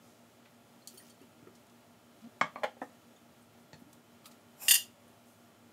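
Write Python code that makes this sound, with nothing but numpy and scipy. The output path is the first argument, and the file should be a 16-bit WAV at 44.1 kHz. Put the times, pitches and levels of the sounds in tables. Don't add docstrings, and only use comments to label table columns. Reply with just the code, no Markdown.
import sys
import numpy as np
from scipy import signal
from scipy.fft import rfft, irfft, next_fast_len
from scipy.io import wavfile

SR = 44100
rng = np.random.default_rng(int(sys.argv[2]) if len(sys.argv) > 2 else 0)


def ratio(d):
    e = np.asarray(d, float) / 20
    return 10 ** e


def waveform_to_disk(signal):
    frames = np.transpose(np.atleast_2d(signal))
    scaled = np.clip(frames, -1, 1) * 32767
    samples = np.round(scaled).astype(np.int16)
    wavfile.write(sys.argv[1], SR, samples)


N = 252252
TIME = np.arange(N) / SR


# f/Hz, width/Hz, level/dB
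RIM_HITS = [
    (2.4112, -14, 1.04, 0.7),
    (2.4138, -23, 1.8, 3),
    (2.4275, -34, 4.7, -7.5),
    (2.4385, -33, 3, -4.5),
]
RIM_MODES = [(148, 78, -14), (226, 81, -4), (300, 20, -9.5), (515, 48, -3), (623, 26, -1.5), (733, 30, 0),
             (814, 35, -3.5), (854, 69, 0), (964, 45, -3.5), (1080, 38, 2), (1180, 79, -1), (1262, 41, 2),
             (1452, 70, -3), (1655, 50, -2), (1843, 140, -2.5), (2200, 92, 1), (2320, 100, -13),
             (2630, 65, -16), (2830, 40, -21), (3110, 100, -11.5), (3350, 81, -13), (3650, 50, -20),
             (4110, 100, -21), (4490, 83, -26), (4840, 38, -21), (5470, 140, -23), (6170, 400, -22),
             (7340, 120, -23), (8400, 90, -35)]
ROCK_HITS = [
    (2.558, -28.5, 0.59, 1),
    (2.585, -47, 1.3, -9),
]
ROCK_MODES = [(236, 55, -4), (620, 130, 1), (810, 90, 1.5), (980, 150, -1), (1164, 79, 2), (1450, 100, -14),
              (1660, 100, -11), (1920, 120, -15), (2260, 170, -7), (3250, 150, -21), (4200, 80, -23)]
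FOOT_HITS = [
    (2.6188, -40, 4.7, -6),
    (2.6328, -21, 2.8, 1),
    (2.6377, -20.5, 2.2, 0),
    (2.6414, -25.5, 1.9, -3.5),
    (2.766, -49.5, 6, -3),
]
FOOT_MODES = [(232, 24, -16), (413, 68, -24), (507, 40, -3), (595, 69, -1), (816, 140, 0.5),
              (1050, 34, -14), (1395, 35, -8.5), (1670, 37, -10.5), (1790, 40, -16), (1905, 55, -12),
              (2200, 130, -9.5), (2470, 50, -29), (2780, 60, -25), (3080, 57, -17), (3210, 60, -24),
              (3370, 70, -21.5), (4040, 60, -27), (4150, 70, -31), (4240, 60, -28), (5060, 70, -30.5),
              (5500, 140, -37), (6550, 96, -32), (7700, 100, -37)]
SETTLE_HITS = [
    (2.8152, -27, 4.1, 2),
    (2.8205, -30.5, 3, 2.5),
    (2.831, -38.5, 2.3, -2.5),
]
SETTLE_MODES = [(283, 38, -8), (501, 47, 3.5), (610, 65, -6), (745, 64, -0.5), (840, 66, -5.5),
                (1010, 35, -6), (1266, 51, -14.5), (1580, 80, -13.5), (1796, 60, -12.5), (2000, 60, -22),
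                (2520, 240, -25), (3150, 150, -33), (3550, 80, -33)]
PUSH_HITS = [
    (3.731, -40.5, 0.56, -1),
    (3.742, -46, 1.2, -0.5),
]
PUSH_MODES = [(102, 40, 0), (160, 82, 2.5), (600, 170, -0.5), (870, 69, -1), (1820, 200, -4.5),
              (2630, 200, -11), (3500, 200, -13), (4200, 130, -7.5), (5500, 300, -15), (7000, 500, -16.5)]


def bowl():
    rim = struck(RIM_HITS, RIM_MODES, damp_hz=30, crack_db=-13, crack_t60=0.074, wet_db=-7, scatter_db=0.1)
    rock = struck(ROCK_HITS, ROCK_MODES, damp_hz=40, crack_db=-15, crack_t60=0.029, wet_db=-2, scatter_db=1.5)
    foot = struck(FOOT_HITS, FOOT_MODES, damp_hz=45, crack_db=-9.5, crack_t60=0.099, wet_db=-10, scatter_db=-1.5)
    settle = struck(SETTLE_HITS, SETTLE_MODES, damp_hz=30, crack_db=-15, crack_t60=0.1, wet_db=-8, scatter_db=-4.5)
    push = struck(PUSH_HITS, PUSH_MODES, damp_hz=50, crack_db=-4.5, crack_t60=0.041, wet_db=-6, scatter_db=1.5)
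    return rim + rock + foot + settle + push


# start t/s, attack/s, hold/s, release/s, level/dB, drift/(dB per s)
SLIDE_STROKE = (4.565, .06, .056, .004, -45, -20)
# f/Hz, width/Hz, level/dB
GRIT_MODES = [(783, 60, -7), (2600, 140, -10), (5450, 68, -2.5), (7400, 60, 3), (8500, 26, -3.5),
              (9200, 41, 1), (10270, 42, -4), (11400, 79, -1), (12000, 51.4, 1.5), (12500, 55, -2.5),
              (13200, 94, -2), (13880, 39.5, -3), (14870, 76, -6.5), (15580, 101, -9.5)]


def utensil_slide():
    swell = stroke(*SLIDE_STROKE)
    slide = rubbed(swell, resonant(GRIT_MODES, spread=8.1), grain_db=1, wet_db=-4.5)
    drag_modes = [(770, 150, 0.5), (1094, 140, -4), (1600, 100, -8), (2543, 170, -2.5)]
    drag = rubbed(swell, resonant(drag_modes, spread=0.94), grain_db=4, wet_db=-3)
    return slide + ratio(-12) * drag


# t/s, peak level/dB, tilt/(dB per octave)
STEEL_HITS = [(4.6825, -11, -3.5), (4.6866, -14, 2.5), (4.6922, -15, 0), (4.6985, -17, 2), (4.702, -17, -2),
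              (4.7083, -9.5, -3.5), (4.7108, -11.5, 1.5), (4.7146, -6.5, 0.5), (4.7207, -17, 2.5),
              (4.728, -24.5, -2), (4.733, -21.5, -3.5), (4.737, -16, -2), (4.7417, -12, 2.5),
              (4.7476, -18, 1), (4.7528, -15, -2.5), (4.7577, -16.5, -3), (4.7622, -24, -1)]
# f/Hz, width/Hz, level/dB
STEEL_MODES = [(1880, 89, -18.5), (2818, 46, -2.5), (3523, 53, -12.5), (4517, 38, -12), (4993, 30, -5),
               (5220, 22, -14.5), (5860, 41, -16), (6030, 48, -14.5), (6730, 47, -7.5), (7170, 44, -11.5),
               (7330, 47, -10.5), (7670, 37, -17), (7770, 16, -17), (8260, 36.06, -20.5), (8440, 24, -16.5),
               (8865, 69, -0.5), (9600, 50, -20.5), (9960, 35, -18.5), (10450, 76, -22.5), (10680, 51, -10),
               (11000, 38, -15.5), (11240, 46, -14.5), (11520, 30, -15), (12000, 15, -14.5),
               (12200, 36.3, -5.5), (12340, 26, -7), (13100, 94, -16), (13500, 53, -20.5),
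               (14400, 120, -23), (15200, 62, -15)]
# f/Hz, width/Hz, level/dB
STEEL_CLUSTERS = [(3113, 200, -13), (4670, 520, -10.5), (6740, 110, -7), (12300, 120, -12.5)]


def utensil_clatter():
    contact_ms, rattle_db, rattle_t60 = 0.95, -17, 0.06
    held = sorted((hz, width, 0.82 * db) for hz, width, db in STEEL_MODES + STEEL_CLUSTERS)
    s, db, _ = np.transpose(STEEL_HITS)[:, :, None]
    t = np.arange(s.min(), s.max() + rattle_t60, 0.0005)
    tails = (t >= s) * ratio(db + rattle_db - 60 * np.abs(t - s) / rattle_t60)
    rattle = np.transpose([t, 10 * np.log10(np.sum(tails ** 2, axis=0))])
    chatter = rubbed(rattle, resonant(held, spread=0.35), grain_db=0.5, wet_db=-7)
    clack_modes = [(800, 270, -3), (1150, 170, -3), (1670, 150, 4), (2292, 180, -2)]
    clack = rubbed(rattle, resonant(clack_modes, spread=0.66), grain_db=1.5, wet_db=-3.5)
    dust = rubbed(rattle, resonant(held, spread=3.6), grain_db=5, wet_db=-2.5)
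    hits = [(s, db, contact_ms, tilt_db) for s, db, tilt_db in STEEL_HITS]
    blows = struck(hits, held, damp_hz=30, crack_db=-15.5, crack_t60=0.042, wet_db=-8.5,
                   scatter_db=2.5, jumble=0.95)
    return chatter + ratio(-8) * dust + ratio(-17.5) * clack + blows


# t/s, peak level/dB, contact time/ms, tilt/(dB per octave)
FREE_HITS = [
    (4.7085, -22, 0.9, 2.5),
    (4.7565, -30, 1.8, 4.5),
    (4.783, -32.5, 3.7, -6),
]
# f/Hz, width/Hz, level/dB
FREE_MODES = [(1880, 20, -26), (2842, 18, -3), (3030, 16, -11.5), (3300, 12, -16.5), (3433, 10, -16.5),
              (3560, 8, -9), (4447, 14, -18.5), (4510, 20, -16.5), (5100, 10, -15.5), (4953, 7, -8),
              (5235, 10, -20), (5730, 13, -8), (6100, 10, -19.5), (6721, 15.4, -11.5), (6910, 12, -14.5),
              (7180, 12, -18), (7330, 10, -7.5), (7700, 9, -10), (7485, 10, -15.5), (8878, 30, -2.5),
              (9964, 14.06, -24), (10685, 20, -12), (11570, 9, -24), (12300, 35, -12.5), (12560, 14, -13.5),
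              (13000, 13.96, -20), (14310, 11.5, -30), (15110, 8, -22)]


def utensil_ring():
    return struck(FREE_HITS, FREE_MODES, damp_hz=4, crack_db=-24.5, crack_t60=0.05, wet_db=-11.5,
                  scatter_db=-1, jumble=0.98)


# f/Hz, width/Hz, level/dB
SNAP_HITS = [
    (0.8733, -32.5, 0.39, 3),
    (0.8812, -46, .6, 3),
]
SNAP_MODES = [(3270, 33, -1), (4500, 25, 4), (4780, 50, -4.5), (5500, 200, -12), (6100, 120, -4),
              (6600, 120, -5), (7140, 100, 1), (8100, 100, -2), (8400, 100, -4), (9270, 150, -7),
              (10600, 130, -4), (12650, 300, -13), (14300, 250, -13), (15300, 200, -16)]
BIT_HITS = [
    (0.9735, -46, 1.5, -4),
    (0.978, -43.5, 1.4, 3.5),
    (1.0996, -56, 1.9, -12),
    (1.201, -62, 2, -9),
]
BIT_MODES = [(3170, 24, -7), (4470, 18, -1), (5390, 33, -15), (6780, 63, -9), (8810, 50, -11),
             (9600, 36, 0), (11500, 62, -11), (13700, 40, -15), (14600, 38, -12), (15000, 34, -12)]
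FLICK_HITS = [
    (3.9295, -58, .4, 1),
    (4.2432, -55, 2.6, -4),
    (4.2556, -46, 2, -1),
    (4.2588, -47.5, 1, -2),
    (4.2635, -51, 1, -1),
    (4.268, -53, 1.5, -5.5),
    (4.277, -56, 1.5, 2),
    (4.3125, -63, 1, -3),
    (4.3165, -60, 1, -3),
    (4.322, -64, 1, -4),
]
FLICK_MODES = [(1230, 290, -6), (2510, 200, -10), (3300, 200, -20), (3910, 250, -5), (4880, 180, -7),
               (6500, 250, -11), (7300, 250, -10), (8700, 160, -7), (11000, 120, -6), (12200, 120, -14),
               (13400, 150, -8), (13900, 130, -10), (14900, 160, -12)]
# start t/s, attack/s, hold/s, release/s, level/dB, drift/(dB per s)
JINGLE_STROKE = (.868, .015, .2, .12, -62, -20)
# f/Hz, level/(dB per Hz)
JINGLE_TONE = [(1470, -40), (2500, -9), (3180, -5), (3910, -13), (4490, -10), (4930, -7), (9350, -12),
               (15800, -11)]


def metal_bits():
    snap = struck(SNAP_HITS, SNAP_MODES, damp_hz=15, crack_db=-11, crack_t60=0.07, wet_db=-10, scatter_db=1.5)
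    tinkle = struck(BIT_HITS, BIT_MODES, damp_hz=8, crack_db=-10, crack_t60=0.06, wet_db=-7, scatter_db=1.5)
    flick = struck(FLICK_HITS, FLICK_MODES, damp_hz=90, crack_db=-3, crack_t60=0.051, wet_db=-9,
                   scatter_db=2.5, jumble=0.92)
    swell = stroke(*JINGLE_STROKE)
    shimmer = rubbed(swell, resonant(BIT_MODES, spread=1.4), grain_db=10, wet_db=-13)
    jingle = rubbed(swell, lambda f: ratio(along(JINGLE_TONE, f)), grain_db=3.5, wet_db=-14)
    return snap + tinkle + flick + ratio(-26) * shimmer + jingle


# t/s, peak level/dB, contact time/ms, tilt/(dB per octave)
PALM_HITS = [
    (0.934, -53, 4.7, -2),
    (1.212, -53, 4.7, -3),
    (1.425, -54, 1.6, -7),
    (1.468, -48.5, 4.7, -2),
    (3.818, -52.5, 4.2, -6),
]
# f/Hz, width/Hz, level/dB
PALM_MODES = [(113, 12, -14), (261, 54, -7), (377, 33, -12.5), (1290, 60, -20.5), (1950, 90, -24),
              (2350, 82, -29)]


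def palm():
    return struck(PALM_HITS, PALM_MODES, damp_hz=49, crack_db=4, crack_t60=0.074, wet_db=-5, scatter_db=1.5)


# t/s, peak level/dB, centre f/Hz, t60/s
BRUSHES = [(.01, -66, 5700, 1), (0.451, -56, 2130, 0.11), (1.03, -64, 6500, 0.41),
           (1.097, -56, 6500, 0.056), (.975, -52, 11000, .08), (1.215, -63, 8000, 0.041),
           (1.55, -59.5, 5460, 0.073), (1.668, -63, 6000, 0.018), (1.697, -62.5, 5500, 0.037),
           (2.215, -64, 4500, 0.082), (2.24, -62.5, 2800, 0.074), (2.635, -49.5, 7950, 0.059),
           (2.807, -57.5, 7000, 0.2), (3.79, -63, 12000, 0.13), (3.93, -52, 7000, 0.022),
           (4.256, -52, 3500, 0.055), (4.312, -57, 4580, 0.071), (5.25, -61.5, 8800, 0.45)]
# t/s, peak level/dB, centre f/Hz
PINGS = [(.82, -63, 4250), (.94, -53, 11100), (.95, -57, 10900), (.9, -62, 13500), (.91, -62, 6800),
         (.94, -55, 15000), (.942, -59, 8700), (1.0, -59.5, 1880), (1.022, -59, 11500), (1.055, -67, 10800),
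         (1.212, -61, 2790), (1.325, -67, 2780), (2.586, -64, 4200), (3.162, -63, 3500), (3.162, -61, 6800),
         (3.42, -59.5, 8440), (5.079, -61, 8770), (5.079, -66, 9880), (5.079, -63, 11000),
         (3.861, -59, 301), (4.245, -60, 3160), (4.312, -69, 8500), (.88, -67, 4490), (1.1, -57, 8850),
         (1.1, -65, 7350), (1.1, -62, 6000)]


def touches():
    mix, t = np.zeros(N + SR), np.arange(SR // 2) / SR
    events = []
    for s, db, hz, t60 in BRUSHES:
        rise = min(0.0032 * (10 * t60) ** 2.3, 0.035)
        events.append((s, db, hz, 0.7, rise, t60))
    for s, db, hz in PINGS:
        events.append((s, db, hz, 0.054, 0.0021, 0.071 * (hz / 4000) ** -0.6))
    for s, db, hz, octaves, rise, t60 in events:
        puff = noise(len(t), lambda f: np.exp(-0.5 * (np.log2((f + 1) / hz) / octaves) ** 2))
        envelope = ratio(db - 60 * t / t60) * (1 - np.exp(-t / rise))
        add(mix, s, envelope * puff, wet_db=-10)
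    return mix[:N]


def squeak():
    u = np.clip((TIME - 2.219) / 0.066, 0, 1)
    phase = 2 * np.pi * np.cumsum(228 + 30 * u ** 3) / SR
    tone = np.sin(phase) + 0.072 * np.sin(2 * phase) + 0.076 * np.sin(3 * phase + 0.9)
    grip_db = 2 * noise(N, lambda f: f < 90)
    return ratio(-45 + grip_db) * np.abs(np.sin(np.pi * u)) ** 0.54 * tone


def swipe():
    u = np.clip((TIME - 4.8) / 0.018, 0, 1)
    carrier = np.sin(2 * np.pi * np.cumsum(4900 - 1390 * u) / SR)
    hiss = noise(N, lambda f: f < 800) * carrier
    return ratio(-52) * np.abs(np.sin(np.pi * u)) ** 0.5 * hiss


# f/Hz, level/dB, partner level/dB, throbs per compressor throb
HUM = [
    (240.3, -63, -71, 1),
    (116.7, -84, -78, 0.3),
]
# f/Hz, level/dB
WHINE = [(689.1, -81), (1405, -83), (1637, -90), (3068, -86), (3424, -87), (3892, -88), (6842, -94),
         (8850, -94), (10325, -98), (10853, -96)]


def fridge():
    loaded = np.maximum(TIME - 2.9, 0)
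    throb = 2 * np.pi * (5.96 * (TIME - 0.07) - 0.32 * loaded ** 2 / 2)
    sound = np.zeros(N)
    for hz, db, partner_db, share in HUM:
        phase = 2 * np.pi * hz * TIME
        sound += ratio(db - 3) * np.sin(phase) + ratio(partner_db + 5) * np.sin(phase - share * throb)
    for hz, db in WHINE:
        waver_db = 2 * noise(N, lambda f: f < 5)
        sound += ratio(db + 3.5 + waver_db) * np.sin(2 * np.pi * hz * TIME)
    drone = np.sin(2 * np.pi * 102.8 * TIME) * np.cos(np.pi * 3.2 * (TIME - 5.07))
    return sound + ratio(-75.5 + 3 * loaded) * drone


# f/Hz, level/(dB per Hz)
HISS = [(30, -37.5), (60, -8.5), (103, -12.5), (200, -8.5), (300, -11), (360, -12), (600, -15.5),
        (980, -16.5), (1380, -18.5), (1520, -20.5), (3030, -24), (6000, -29), (11000, -29), (15800, -34.5)]
# f/Hz, width/Hz, level/dB
AIR = [(300, 9, 4), (388, 16, 3), (598.6, 48, 6.5), (689, 16, 5.5), (840, 43, 3), (1036, 12, -6),
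       (1343, 55, 3.5), (1510, 52, -3), (3800, 100, -3.5), (4640, 120, -1.5), (6800, 103, 2.5),
       (9640, 670, -4)]


def room():
    def bumps(f):
        return sum(db / (1 + ((f - hz) / width) ** 2) for hz, width, db in AIR)
    rush = noise(N, lambda f: ratio(along(HISS, f) + bumps(f)))
    sway_db = 0.5 * noise(N, lambda f: f < 6)
    return ratio(-61.5 + sway_db) * rush


def struck(hits, modes, damp_hz, crack_db, crack_t60, wet_db, scatter_db, jumble=0):
    mix, t = np.zeros(N + SR), np.arange(SR // 4) / SR
    hz, width, mode_db = np.transpose(modes)[:, :, None]
    width = np.hypot(width, damp_hz)
    sign = (-1) ** np.arange(len(hz))[:, None]
    for s, db, contact_ms, tilt_db in hits:
        scatter = scatter_db * rng.standard_normal(hz.shape)
        size = ratio(mode_db + tilt_db * np.log2(hz / 2000) + scatter) * width
        start = jumble * 2 * np.pi * rng.random(hz.shape)
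        rings = np.exp(-np.pi * width * t) * np.sin(2 * np.pi * hz * t + start)
        body = np.sum(sign * size * rings, axis=0)

        def colour(f):
            return np.sqrt(np.sum((size / width / (1 + ((f - hz) / (0.08 * hz)) ** 2)) ** 2, axis=0))
        crack = ratio(crack_db - 60 * t / crack_t60) * noise(len(t), colour)
        rise = (1 - np.exp(-2000 * t / contact_ms)) ** 2
        add(mix, s, ratio(db) * rise * (body / np.abs(body * rise).max() + crack), wet_db)
    return mix[:N]


def rubbed(rows, gain, grain_db, wet_db):
    s, db = np.transpose(rows)
    t = s[0] + np.arange(round((s[-1] - s[0]) * SR)) / SR
    grain = ratio(grain_db * noise(len(t), lambda f: f < 500))
    friction = unit(grain * noise(len(t), gain))
    mix = np.zeros(N + SR)
    add(mix, s[0], ratio(np.interp(t, s, db)) * friction, wet_db)
    return mix[:N]


def resonant(modes, spread):
    def gain(f):
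        return np.sqrt(sum(ratio(db) ** 2 / (1 + ((f - hz) / (spread * width)) ** 2) ** 2
                           for hz, width, db in modes))
    return gain


def stroke(start, attack, hold, release, db, drift_db):
    end_db, depth_db = db + drift_db * hold, 30
    corners = start + np.cumsum([0, attack, hold, release])
    return np.transpose([corners, [db - depth_db, db, end_db, end_db - depth_db]])


# f/Hz, t60/s
KITCHEN = [(200, 0.23), (1000, 0.19), (1900, .2), (2300, 0.17), (2800, 0.24), (4000, 0.22), (12000, 0.2)]


def add(mix, s, sound, wet_db):
    hz, t, z = signal.stft(rng.standard_normal(SR // 3), SR, nperseg=256)
    decay = ratio(-60 * t / along(KITCHEN, hz)[:, None])
    tail = signal.istft(z / np.abs(z) * decay, SR, nperseg=256)[1]
    answer = np.pad(tail / np.linalg.norm(tail), (round(0.004 * SR), 0))
    wet = signal.fftconvolve(sound, answer)
    at = round(s * SR)
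    mix[at:at + len(sound)] += sound
    mix[at:at + len(wet)] += ratio(wet_db) * wet


def noise(count, gain):
    size = next_fast_len(count)
    spectrum = rfft(rng.standard_normal(size)) * gain(np.fft.rfftfreq(size, 1 / SR))
    return unit(irfft(spectrum, size)[:count])


def unit(x):
    return x / np.sqrt(np.mean(x ** 2) + 1e-20)


def along(points, hz):
    f, v = np.transpose(points)
    return np.interp(np.log(hz + 1), np.log(f + 1), v)


def scene():
    utensil = utensil_slide() + utensil_clatter() + utensil_ring()
    hands = palm() + touches() + squeak() + swipe()
    return (bowl() + utensil + metal_bits() + hands + fridge() + room())[None]


def band_limit(x):
    return signal.sosfilt(signal.butter(12, 16790, fs=SR, output="sos"), x)


# lower f/Hz, upper f/Hz
MIC_HZ = (85, 15720)


def record(dry):
    low_cut = signal.butter(N=6, Wn=MIC_HZ[0], btype="high", fs=SR, output="sos")
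    top_cut = signal.ellip(N=10, rp=0.5, rs=60, Wn=MIC_HZ[1], fs=SR, output="sos")
    mix = signal.sosfilt(np.vstack([low_cut, top_cut]), dry)
    return band_limit(mix)


dry = scene()
out = record(dry)
waveform_to_disk(out)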